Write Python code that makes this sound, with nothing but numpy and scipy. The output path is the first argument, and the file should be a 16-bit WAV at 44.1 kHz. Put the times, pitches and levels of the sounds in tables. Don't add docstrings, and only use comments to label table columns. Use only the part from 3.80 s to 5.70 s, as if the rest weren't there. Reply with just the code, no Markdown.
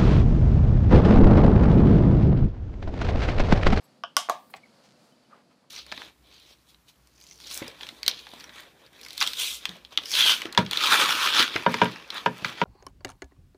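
import sys
import numpy as np
from scipy import signal
from scipy.fft import rfft, irfft, next_fast_len
from scipy.io import wavfile
from scipy.ndimage import map_coordinates

SR = 44100
rng = np.random.default_rng(int(sys.argv[2]) if len(sys.argv) > 2 else 0)


def unload_wav(signal):
    wavfile.write(
        sys.argv[1],
        SR,
        np.round(np.clip(np.atleast_2d(signal).T, -1, 1) * 32767).astype(np.int16),
    )


def volts(x):
    e = np.asarray(x, float) / 20
    return 10 ** e


N = 83790

TOP_HZ = 15900


def unit(x):
    return x / np.sqrt(np.mean(x ** 2) + 1e-20)


def along(points, hz):
    f, v = np.transpose(points)
    return np.interp(np.log(hz + 1), np.log(f + 1), v)


def curves(rows):
    s, *cols = np.transpose(rows)
    return [np.interp(np.arange(N) / SR, s, c) for c in cols]


def filtered(x, response):
    m = next_fast_len(len(x) + SR // 4)
    return irfft(rfft(x, m) * response(np.fft.rfftfreq(m, 1 / SR)), m)[:len(x)]


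def peak(hz, width_hz):
    return lambda f: 1j * f * width_hz / (hz * hz - f * f + 1j * f * width_hz)


def add(track, s, x):
    part = track[round(s * SR):][:len(x)]
    part += x[:len(part)]


def wobble(rate):
    return map_coordinates(rng.standard_normal(int(N * rate / SR) + 4), [np.arange(N) * rate / SR])


def background():
    # pitch_hz [Hz], level_db [dB per Hz]
    hum_tone = [(15, -63), (25, -40), (43, -29), (139, -5), (236, 0.5), (312, -6), (522, -18.5), (635, -12),
                (700, -17), (910, -42.5), (1540, -120)]
    air_tone = [(300, -33.5), (500, 1.5), (800, -6), (1200, -8), (2000, -13.5), (3600, -15), (4600, -10),
                (5800, -19), (10000, -24.5), (14500, -34.5), (16000, -48)]
    # pitch_hz [Hz], level_db [dB]
    hiss_tone = [(3000, -33.5), (8000, -1), (12000, -2), (15500, 2), (16000, -36.5)]
    # time_s [s], hum_db [dB], air_over_hum_db [dB]
    levels = [(0, -65.5, 4), (.19, -62.5, -2.5), (.22, -64.5, -2.5), (.45, -69.5, 2), (.7, -63.5, -1.5),
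              (.9, -62.5, -0.5), (1.3, -65, 1), (1.6, -65, -1.5), (1.66, -65, -3), (1.9, -69, -0.5)]
    # time_s [s], level_db [dB]
    hiss_levels = [(.36, -100), (.5, -71), (.77, -70.5), (.79, -100)]

    def noise(tone):
        return unit(filtered(rng.standard_normal(N), lambda f: volts(along(tone, f))))

    hum_db, air_db = curves(levels)
    hiss_db, = curves(hiss_levels)
    hum = volts(hum_db + 1.3 * wobble(37)) * noise(hum_tone)
    air = volts(hum_db + air_db + 0.8 * wobble(9)) * noise(air_tone)
    return hum + air + volts(hiss_db) * noise(hiss_tone)


def tail(tone, stretch):
    # pitch_hz [Hz], time to fall by 60 dB t60_s [s]
    room = [(300, .2), (1000, 0.34), (3000, 0.38), (8000, 0.27), (15000, 0.25)]
    rise_s = 0.0033
    hz, t, z = signal.stft(rng.standard_normal(SR // 2), SR, nperseg=128)
    fade_db = -60 * t / (stretch * along(room, hz)[:, None])
    x = signal.istft(z * volts(fade_db), SR, nperseg=128)[1]
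    x = filtered(x, lambda f: volts(along(tone, f)) * (f < TOP_HZ))
    x = x / np.sqrt(np.mean(x[:SR // 50] ** 2))
    return x * np.clip(np.arange(len(x)) / (rise_s * SR), 0, 1)


def rubs():
    # level_db [dB], centre_hz [Hz], width_hz [Hz]
    sounds = [(-68.5, 11600, 2500), (-70, 8000, 560), (-54, 730, 870), (-58.5, 12000, 6200),
              (-55.5, 3900, 4500), (-57.5, 1970, 1300), (-69, 5300, 3400), (-59, 680, 1320),
              (-60, 1330, 420), (-64.5, 700, 1960), (-65, 740, 560), (-74, 6500, 6800), (-58, 77, 170),
              (-63, 130, 90), (-64, 1200, 3500), (-55, 1500, 2100)]
    starts = [.028, .036, .699, .698, .758, .76, 1.035, 1.49, 1.505, 1.70, 1.82, 1.17, .75, .52, 1.03,
              .7345]
    lengths = [.045, .03, .009, .025, .022, .03, .055, .15, .07, .05, .05, .2, .05, .09, .05, .006]
    out = np.zeros(N)
    for s, length, (db, hz, width) in zip(starts, lengths, sounds):
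        noise = rng.standard_normal(SR // 4)
        noise = unit(filtered(noise, lambda f: peak(hz, width)(f) ** 2 * (f < TOP_HZ)))
        progress = np.clip(np.arange(SR // 4) / SR / length, 0, 1)
        add(out, s, volts(db) * noise * np.sin(np.pi * progress ** 0.77))
    return out


def squeaks():
    # level_db [dB], from_hz [Hz], to_hz [Hz]
    sounds = [(-49, 2300, 2170), (-53, 2150, 2050), (-54, 7900, 7700), (-66, 3100, 3000), (-68, 3000, 2980),
              (-70, 2700, 2690), (-46, 1210, 1180)]
    starts = [.833, .857, .764, 1.318, 1.445, 1.15, 1.528]
    lengths = [.013, .005, .005, .022, .02, .02, .012]
    out = np.zeros(N)
    for s, length, (db, hz, to_hz) in zip(starts, lengths, sounds):
        progress = np.clip(np.arange(SR // 20) / SR / length, 0, 1)
        phase = 2 * np.pi * np.cumsum(hz + (to_hz - hz) * progress) / SR
        swell = np.sqrt(np.abs(np.sin(np.pi * progress)))
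        add(out, s, volts(db) * swell * np.sin(phase))
    return out


def peeling():
    # start_s [s], peak level_db [dB]
    jolts = [(1.0248, -54), (1.0352, -54), (1.0385, -50), (1.0407, -51), (1.0415, -51), (1.0474, -52),
             (1.0556, -46), (1.0606, -51), (1.0612, -50), (1.0632, -51), (1.065, -52), (1.0688, -54),
             (1.0722, -52), (1.076, -50), (1.0782, -53), (1.0896, -46), (1.0932, -53), (1.1015, -55),
             (1.108, -45), (1.1097, -53), (1.1147, -48), (1.1226, -45), (1.13, -55)]
    skin_gain_db, top_hz = 13, 8500
    ticks = np.zeros(N)
    for s, db in jolts:
        add(ticks, s, volts(db + skin_gain_db) * rng.choice([-1.0, 1.0], 1))
    skin = peak(3400, 7000)
    return filtered(ticks, lambda f: skin(f) ** 2 / (1 + (f / top_hz) ** 8))


def fingers():
    out = rubs() + squeaks() + peeling()
    answer = tail([(300, 0), (16000, 0)], 1.0)
    answer = answer / np.linalg.norm(answer)
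    return out + volts(-17) * signal.fftconvolve(out, answer)[:N]


def ringing(modes, swell_cycles, t):
    ring = np.zeros(len(t))
    for hz, level_db, t60 in modes:
        wander = 0.9 * wobble(60)[:len(t)] * np.clip(t / .03, 0, 1)
        swell = (1 - np.exp(-t * hz / swell_cycles)) ** 2
        ring += volts(level_db - 60 * t / t60) * np.sin(2 * np.pi * hz * t + wander) * swell
    return ring


def teeth_crack(teeth, t):
    length_s, grit_db = .0017, -10
    burst = np.sin(np.pi * np.clip(t / length_s, 0, 1) ** .75) ** 2
    lowest_hz = 2 * teeth[0][0] / 3
    grit = filtered(rng.standard_normal(len(t)), lambda f: volts(along(teeth, f)) * (f > lowest_hz))
    tones = sum(volts(level_db) * np.sin(2 * np.pi * hz * t) for hz, level_db in teeth)
    return burst * (tones + volts(grit_db) * grit)


def hubs():
    # start_s [s], level_db [dB], tail_db [dB], tail_stretch [factor], rebound_db [dB]
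    hits = [
        (0.2366, -24, -46, 0.54, -6),
        (.3670, -9, -30.5, 0.74, -7),
        (0.4882, -18.5, -39, 0.79, -27),
        (.4970, -12.5, -36.5, 0.75, -16),
        (0.7391, -34.5, -49.5, 0.58, -10),
    ]
    # pitch_hz [Hz], level_db [dB], time to fall by 60 dB t60_s [s]
    creak, snap, nudge = [(555, -24.5, 0.18), (685, -7, 0.076), (920, -30, .07), (1150, -3, 0.044),
                          (1193, 0.5, 0.031), (1448, -4, 0.051), (1630, -51, 0.063), (2330, -33, 0.04),
                          (3020, -10.5, 0.031), (2890, -45, 0.062), (3061, -33, 0.067), (3245, -51, 0.08),
                          (5310, -15.5, 0.025)], [(263, -27, 0.063), (572, -23.5, 0.039), (691, -13.5, 0.055),
                                         (887, -22.5, 0.027), (1170, -9, 0.013), (1135, -3.5, 0.052),
                                         (1441, -5, 0.031), (2077, -15.5, 0.038), (2228, -24, .04),
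                                         (2900, -19, .04), (3130, -17.5, 0.024), (5180, -13, 0.01),
                                         (1145, -37.5, .22), (3190, -29.5, .1)], [(756, -1, 0.012), (1088, 4, 0.009),
                                                       (1400, -12, .015)]
    seat, tap = [(263, -36.5, 0.043), (353, -17.5, 0.028), (726, -0.5, 0.028), (935, -9, 0.038),
                 (1118, 3.5, 0.028), (1650, -18, 0.036), (3780, -30.5, 0.0418), (6200, -25.5, 0.011),
                 (1095, -36.5, 0.39), (1180, -26, 0.33), (763, -34, 0.22), (600.6, -20.5, 0.125),
                 (898, -42, 0.19), (3320, -23.5, 0.073)], [(696, -7, 0.041), (783, 2.5, 0.035), (1135, 0.5, 0.03), (2430, -2, 0.016),
                               (2110, 5, 0.011), (2940, -24, .018), (4030, 4.5, 0.0096)]
    # pitch_hz [Hz], level_db [dB]
    creak_teeth, snap_teeth, nudge_teeth = [(3000, -7), (5300, -10), (7500, -34), (14800, -46)], [(3250, -5), (5450, 3), (8700, -5.5),
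                                                                 (12000, -12), (14800, -15.5)], [(1700, -17),
                                                                                     (3000, -36.5)]
    seat_teeth, tap_teeth = [(2800, -17), (4000, -12.5), (6500, -11.5), (9000, -23), (11300, -15),
                             (13300, -20)], [(2100, 2), (2700, -19), (3450, 0.5), (4150, -13.5),
                                                 (5200, -30), (9000, -22)]
    # pitch_hz [Hz], level_db [dB per Hz]
    creak_tail, snap_tail = [(240, -57), (400, -23.5), (656, -6), (1630, -9), (2040, -35.5), (2650, -12),
                             (3100, -8.5), (3450, -12.5), (3960, -32.5), (5210, -19), (9000, -53.5),
                             (11700, -80), (19800, -120)], [ (300, -30), (650, -4.5), (1250, -12.5), (2300, -16.5),
                                                 (3200, -6), (4200, -11.5), (5400, -7), (11500, -16.5),
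                                                 (16000, -39)]
    seat_tail, tap_tail = [(120, -50), (200, -18.5), (432, -17), (635, -2.5), (1180, -9), (1420, -25.5),
                           (1650, -19), (6400, -23), (16000, -40.5)], [(240, -43), (400, -10), (767, 0), (1340, -18), (2450, -12.5),
                                              (6250, -35), (9000, -41), (11700, -70), (19800, -120)]
    swells = [.45, .7, .2, .3, 1.0]
    contacts = [(creak, creak_teeth, creak_tail), (snap, snap_teeth, snap_tail),
                (nudge, nudge_teeth, seat_tail), (seat, seat_teeth, seat_tail), (tap, tap_teeth, tap_tail)]
    thump_db, thump_s = -29.5, 0.0017
    rebound_s, rebound = .0093, peak(3050, 1800)
    lines_gain, lines_width_hz = 1.1, 70

    out, t = np.zeros(N), np.arange(SR // 4) / SR
    for (s, db, tail_db, stretch, rebound_db), (modes, teeth, tone), swell in zip(hits, contacts, swells):
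        sound = -volts(db) * (ringing(modes, swell, t) + teeth_crack(teeth, t))
        thump = volts(db + thump_db) * t / thump_s * np.exp(1 - t / thump_s)
        add(out, s, sound - thump)
        echo = filtered(sound, lambda f: rebound(f) ** 2)
        add(out, s + rebound_s, volts(rebound_db) * echo)
        answer = filtered(tail(tone, stretch), lambda f: 1 + lines_gain * sum(
            peak(hz, lines_width_hz)(f) for hz, *_ in modes))
        add(out, s, volts(tail_db) * answer)
    return out


def scene():
    low_hz = 151
    close = filtered(hubs() + fingers(), lambda f: (1j * f / (low_hz + 1j * f)) ** 2)
    return (close + background())[None]


def band_limit(x):
    return signal.sosfilt(signal.butter(12, 17100, fs=SR, output="sos"), x)


def record(dry):
    skew, top_hz = .05, 16500
    bent = dry[0] - skew * dry[0] ** 2
    bent = filtered(bent, lambda f: 1 / (1 + (f / top_hz) ** 80))
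    return band_limit(np.clip(bent, -.97, .97)[None])


dry = scene()
out = record(dry)
unload_wav(out)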